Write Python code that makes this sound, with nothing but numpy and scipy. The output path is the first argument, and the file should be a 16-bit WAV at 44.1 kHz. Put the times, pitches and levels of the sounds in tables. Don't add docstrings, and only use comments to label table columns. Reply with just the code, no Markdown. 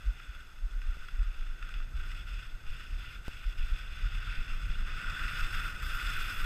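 import sys
import numpy as np
from scipy import signal
from scipy.fft import rfft, irfft
from scipy.io import wavfile
from scipy.ndimage import uniform_filter1d

SR = 44100
rng = np.random.default_rng(int(sys.argv[2]) if len(sys.argv) > 2 else 0)


def wav_out(sig):
    wavfile.write(sys.argv[1], SR, np.round(np.clip(np.atleast_2d(sig).T, -1, 1) * 32767).astype(np.int16))


def invert_db(x):
    u = np.asarray(x, float) / 20
    return 10 ** u


N = 284445


def evened(x):
    return x / np.sqrt(np.mean(x ** 2) + 1e-20)


def read(points, hz):
    f, value = np.transpose(points)
    return np.interp(np.log(hz + 1), np.log(f + 1), value)


def add(mix, s, sound):
    part = mix[max(round(s * SR), 0):][:len(sound)]
    part += sound[:len(part)]


def drift(seconds):
    size = max(int(seconds * SR), 2)
    once = uniform_filter1d(rng.standard_normal(N), size)
    return evened(uniform_filter1d(once, size))


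def coloured(points):
    hz = np.fft.rfftfreq(N, 1 / SR)
    white = rfft(rng.standard_normal(N))
    return evened(irfft(white * invert_db(read(points, hz)), N))


# centre_hz, width_hz, level_db (before seal and dips)
CASE_MODES = [(1292, 210, -4.5), (1412, 120, 1), (1500, 164, 0.5), (1790, 92, -7), (1970, 250, -8),
              (2200, 390, -13.5), (2559, 280, -5.5), (2766, 340, -8), (3434, 278, -7.5), (3620, 146, -12),
              (4056, 94, -18), (4330, 55, -18), (4580, 240, -22), (4830, 170, -19.5), (5176, 540, -19),
              (6100, 320, -29), (6435, 330, -26.5), (7320, 730, -31), (7890, 470, -26.5), (8500, 250, -28),
              (9000, 340, -32), (9540, 320, -30.5), (9970, 220, -32.5), (10770, 700, -33.5),
              (11950, 1300, -32), (13200, 700, -39), (14000, 550, -26.5), (15000, 700, -44)]
# centre_hz, width_hz, depth_db
CASE_DIPS = [(1690, 25, -5.5), (1870, 68, -1.5), (3160, 110, 0), (3747, 59, -22), (4300, 46, -14),
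             (4300, 33, -14), (6000, 130, -5), (10300, 150, -2)]


def case_db(hz, closed_hz=1050):
    power = sum(invert_db(db) ** 2 / (1 + (2 * (hz - f) / w) ** 2) ** 1.7 for f, w, db in CASE_MODES)
    dips_db = sum(min(db, 0) / (1 + (2 * (hz - f) / w) ** 2) for f, w, db in CASE_DIPS)
    seal = 0.0016 + 1 / (1 + (closed_hz / (hz + 1)) ** 8)
    return 10 * np.log10(power * seal) + dips_db


def through_case(x):
    log_gain = np.log(invert_db(case_db(abs(np.fft.fftfreq(8192, 1 / SR)))))
    minimum_phase = np.exp(np.conj(signal.hilbert(log_gain)))
    ring = np.fft.ifft(minimum_phase).real[:4096]
    return signal.oaconvolve(x, ring)[:N]


def crystals(grains_per_s=3000, spread_db=2.0, grain_share=0.21, flicker_db=1.0, bumps_db=0.08):
    grain_size = invert_db(spread_db * np.minimum(rng.exponential(1, N), 5))
    snaps = rng.random(N) < grains_per_s / SR
    grains = evened(grain_size * snaps * rng.standard_normal(N))
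    rub = np.sqrt(1 - grain_share) * rng.standard_normal(N) + np.sqrt(grain_share) * grains
    texture_db = flicker_db * drift(.007) + bumps_db * drift(.02)
    return evened(rub * invert_db(texture_db))


# from_hz, to_hz
GLIDE_BANDS = [(1150, 1650), (2200, 3700), (7000, 9800), (10500, 14600)]
# level_db (at the resting load), load_share (dB per dB),
# bite_share, spray_share, lift_share (each dB per dB)
GLIDE_LAYERS = [(-55.5, 1, 0.032, 0, 0.68), (-57, 1, 1, 0, 0.94), (-73.5, 0.87, 0, 0.59, 0.55),
                (-81.5, 1.3147, 0.27, 1.27, 0.91)]
# start_s, load_db, bite_db (extra, from the edges), spray_db (extra, thrown up); before the shares
SKI_LOAD = [(0.0, -56.5, -1.5, 2), (0.3, -55.5, -0.5, -0.5), (0.6, -59, -1.5, 3), (0.9, -56.5, 0, 2),
            (1.4, -56.5, 1, -1), (1.7, -54, -1, -2), (2.1, -54, 1.5, 3), (2.4, -55, 4, 2),
            (2.75, -55, 3, 2.5), (3.1, -53.5, 4, 3), (3.4, -55.5, 3, 4), (3.75, -51.5, 1, 1),
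            (4.1, -52, 3, 0), (4.37, -47, 1.5, -2.5), (4.6, -51, 0, 1), (4.9, -46.5, -1, -3.5),
            (5.1, -41, -4.5, -5.5), (5.35, -41, -2.5, -0.5), (5.65, -39.5, -5.5, -0.5),
            (5.815, -42.5, -3, 0), (5.825, -42.5, -2, 5), (5.95, -42, -2, 2.5), (6.2, -40.5, -1, 2.5),
            (6.45, -41.5, -3.5, 3.5)]
REST_DB = -55
# landing_s, light_s, change_db (before lift_share)
LIFTS = [(0.33, 0.066, -3), (0.8, 0.55, -3), (1.61, 0.14, -3), (1.95, 0.17, -7.5), (2.27, .06, -8),
         (2.419, 0.015, -3), (2.659, 0.24, -9), (2.98, 0.15, -4), (3.24, 0.087, -9), (3.57, 0.06, -8.5),
         (3.899, .07, -3.5), (4.48, 0.078, -4), (4.86, 0.14, -4), (5.53, 0.14, -2), (5.822, 0.16, -5.5)]


def skis(chatter_db=1, chatter_s=0.017, landing_s=0.0077, patchy_db=0.77):
    hz, t, spectrum = signal.stft(crystals(), SR, nperseg=256)
    s, load_db, bite_db, spray_db = np.transpose(SKI_LOAD)
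    load_now = np.interp(t, s, load_db) - REST_DB
    bite_now = np.interp(t, s, bite_db)
    spray_now = np.interp(t, s, spray_db)
    lift_now = 0
    for land, light, db in LIFTS:
        going_light = 2 * (t - land) / light + 2
        load_returning = 1 - (t - land) / landing_s
        lift_now = lift_now + db * np.clip(np.minimum(going_light, load_returning), 0, 1)

    passed = invert_db(case_db(np.arange(SR // 2))) ** 2 / (SR // 2)
    source_db = []
    for (db, load, bite, spray, lift), (lo, hi) in zip(GLIDE_LAYERS, GLIDE_BANDS):
        wanted_db = db + load * load_now + bite * bite_now + spray * spray_now + lift * lift_now
        chatter = np.interp(t * SR, np.arange(N), drift(chatter_s))
        source_db.append(wanted_db + chatter_db * chatter - 10 * np.log10(passed[lo:hi].sum()))

    centres_hz = [np.sqrt(lo * hi) for lo, hi in GLIDE_BANDS]
    place = np.interp(np.log(hz + 1), np.log(centres_hz), range(4))
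    field_db = np.maximum(1 - abs(place[:, None] - np.arange(4)), 0) @ source_db
    patches = rng.standard_normal(spectrum.shape)
    patches = uniform_filter1d(patches, size=5, axis=0)
    patches = evened(uniform_filter1d(patches, size=16, axis=1))
    return signal.istft(spectrum * invert_db(field_db + patchy_db * patches), SR, nperseg=256)[1][:N]


# peak_s, peak_db, swing_hz, length_s (at half height)
STRONG_GUSTS = [(0.087, -21, 39.7, 0.04), (0.299, -34, 30, 0.023), (0.647, -23.5, 31.4, 0.04),
                (0.775, -27, 31.4, 0.078), (0.89, -24, 22.3, 0.061), (1.03, -32, 24, 0.067),
                (1.148, -27.5, 25, 0.033), (1.209, -19, 32, 0.033), (1.285, -25.5, 34.4, 0.053),
                (1.413, -26.5, 25, 0.063), (1.51, -28.5, 28.7, 0.069), (1.642, -28.5, 31, 0.04),
                (1.765, -30, 60, 0.041), (1.805, -28, 25.84, 0.11), (1.955, -32, 69, 0.02),
                (1.99, -28.5, 23.97, 0.08), (2.1, -33.5, 27, 0.12), (2.353, -31.5, 43, 0.088),
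                (2.702, -25.5, 25.2, 0.05), (2.95, -29.5, 33.5, 0.098), (3.48, -24, 36.6, 0.045),
                (3.617, -22.5, 25.5, 0.071), (3.729, -21.5, 24.4, 0.038), (3.888, -33.5, 27.5, 0.04),
                (4.052, -21.5, 43, 0.045), (4.17, -27.5, 29.6, 0.07), (4.304, -30, 29, 0.049),
                (4.4, -23, 22.6, 0.041), (4.537, -26.5, 24.1, 0.056), (4.65, -26.5, 37, 0.037),
                (4.713, -23, 24, 0.032), (4.82, -26.5, 22, 0.077), (4.94, -31.5, 25, 0.046),
                (5.092, -30.5, 34, 0.046), (5.25, -30.5, 39, 0.052), (5.44, -23, 20, 0.05),
                (5.57, -25.5, 25, 0.04), (5.657, -29, 31, 0.038), (5.854, -31, 28, 0.066),
                (5.949, -29, 20, 0.029), (6.08, -31, 36, 0.09), (6.2, -28, 18.4, 0.1),
                (6.428, -25.5, 18, 0.091)]
# start_s, level_db (over a moderate wind)
HEADWIND = [(0.0, -5), (0.5, -9.5), (1.0, -5.5), (1.6, -6.5), (2.0, 1), (2.6, -2.5), (3.0, -1), (3.4, -4.5),
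            (3.7, -0.5), (4.5, 3), (5.25, 5.5), (5.8, 2), (6.1, 4.5), (6.45, 3.5)]


def gusts(per_s=18, small_db=-36.5, spread_db=1.5, small_hz=27.71, small_s=0.0314):
    count = int(per_s * N / SR)
    jitter, strength, tuning = rng.standard_normal((count, 3)).T
    at = (np.arange(count) + .5 + 0.302 * jitter) / per_s
    level_db = small_db + spread_db * strength + np.interp(at, *np.transpose(HEADWIND))
    small = np.transpose([at, level_db, small_hz * np.exp(.22 * tuning), np.full(count, small_s)])
    s, db, hz, length = np.vstack([STRONG_GUSTS, small]).T[:, :, None]

    t = np.arange(0, N, 32) / SR
    bells = invert_db(db) * np.exp(-np.log(2) * (2 * (t - s) / length) ** 2)
    size = np.sqrt((bells ** 2).sum(axis=0))
    pace_hz = (bells ** 2 * hz).sum(axis=0) / (size ** 2 + 1e-12)
    return [np.interp(np.arange(N) / SR, t, curve) for curve in (size, pace_hz)]


def thumps(size, pace_hz, skew=0.13, wander=0.1623):
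    cycles = np.cumsum(pace_hz * (1 + wander * drift(0.0323))) / SR
    angle = 2 * np.pi * (rng.random() + cycles)
    return size * (np.cos(angle) + skew * drift(0.1) * np.cos(2 * angle))


# pitch_hz, level_db (per Hz)
RUMBLE = [(8, -22), (18, 19), (28, 10.5), (42, 5.5), (60, 9.5), (90, -41), (300, -90)]
ROAR = [(30, -20), (60, -0.5), (100, -2.5), (150, -10), (220, -21.5), (400, -43), (1200, -88)]
RUSH = [(80, -21), (180, 3), (300, 0.5), (500, -4.5), (900, -7), (1500, -12), (4000, -63)]


def wind(size, pace_hz, lumpy_db=1.5, rush_lumpy_db=-0.5):
    t, lumps = np.arange(N) / SR, drift(0.021)
    wind_db = np.interp(t, *np.transpose(HEADWIND))
    load_db = np.interp(t, *np.transpose(SKI_LOAD)[:2]) - REST_DB
    gust_db = 20 * np.log10(size / invert_db(-32) + 0.57)
    pace_db = 20 * np.log10(pace_hz / 27.71 + .1)
    roar_db = -53.5 + wind_db + 0.36 * gust_db + 0.44 * pace_db
    rush_db = -67 + 0.17 * wind_db + 0.53 * load_db
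    rumble = invert_db(-48) * coloured(RUMBLE)
    roar = invert_db(roar_db) * evened(coloured(ROAR) * invert_db(lumpy_db * lumps))
    rush = invert_db(rush_db) * evened(coloured(RUSH) * invert_db(rush_lumpy_db * lumps))
    return rumble + roar + rush


# pitch_hz, level_db (per Hz)
HISS = [(200, -0.5), (1000, -4.5), (5000, -11), (9000, -19.5), (11000, -18.5), (14300, -18)]
# pitch_hz, width_hz, level_db (rms while on)
WHINE = [(6440, 70, -75), (12915, 80, -80)]


def electronics(pulses_per_s=50, on_share=.4, first_s=.0078, skip_s=3.2817, skipped_s=.003):
    t = np.arange(N) / SR
    clock = t + skipped_s * (t > skip_s) - first_s
    on = uniform_filter1d(1. * (clock * pulses_per_s % 1 < on_share), size=30)
    waver = drift(0.00355)
    whine = np.zeros(N)
    for hz, width, db in WHINE:
        cycles = np.cumsum(hz + width * waver / 2) / SR
        whine += invert_db(db) * np.sqrt(2) * np.sin(2 * np.pi * cycles)
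    top = signal.cheby1(10, .5, 14450, fs=SR, output="sos")
    hiss = signal.sosfilt(top, coloured(HISS))
    return invert_db(-66) * hiss + on * whine


# start_s, level_db (before boost and case), dullness (0-1)
CRACKS = [(0.2, -36.5, 0.5), (0.2412, -44, 0.7), (0.349, -35, 0.5), (0.788, -51, 0.6), (0.817, -31.5, 0.4),
          (1.085, -31.5, 0.4), (1.6259, -29, 0.52), (1.6905, -33, 0.38), (1.74, -27.5, 0.7),
          (1.8017, -32, 0.75), (2.116, -29, 0.35), (2.313, -33, 0.76), (2.7029, -40, 0.4),
          (4.151, -30.5, 0.64), (4.4789, -36.5, 0.43), (5.1939, -23.5, 0.68)]


def cracks(t60=0.017, boost_db=10):
    out, t = np.zeros(N), np.arange(2000) / SR
    bursts = rng.standard_normal((len(CRACKS), len(t))) * invert_db(-60 * t / t60)
    for (s, db, dull), burst in zip(CRACKS, bursts):
        add(out, s, invert_db(db + boost_db) * signal.lfilter([1 - dull], [1, -dull], burst))
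    return out


# start_s, step_db (before rise and settling), direction (sign), rise_s, settling_s
SKIPS = [(.9697, -40.5, 1, .0002, .004), (3.2817, -27.5, -1, .00001, .011)]


def skips():
    out, t = np.zeros(N), np.arange(4000) / SR
    for s, db, way, rise, settle in SKIPS:
        jump = 1 - np.exp(-t / rise)
        settling = np.exp(-(t / settle) ** 1.46)
        add(out, s, np.sign(way) * invert_db(db) * jump * settling)
    return out


def scene():
    size, pace_hz = gusts()
    snow = through_case(skis() + cracks())
    air = thumps(size, pace_hz) + wind(size, pace_hz)
    return (snow + air + electronics())[None]


def roll_off(x):
    return signal.sosfilt(signal.butter(12, 15840, fs=SR, output="sos"), x)


def record(dry):
    edge = signal.firwin(1023, 15300, window=("kaiser", 9), fs=SR)
    padded = np.pad(dry, [(0, 0), (511, 511)], "reflect")
    limited = signal.fftconvolve(padded, edge[None], "valid")
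    return roll_off(limited + skips())


dry = scene()
out = record(dry)
wav_out(out)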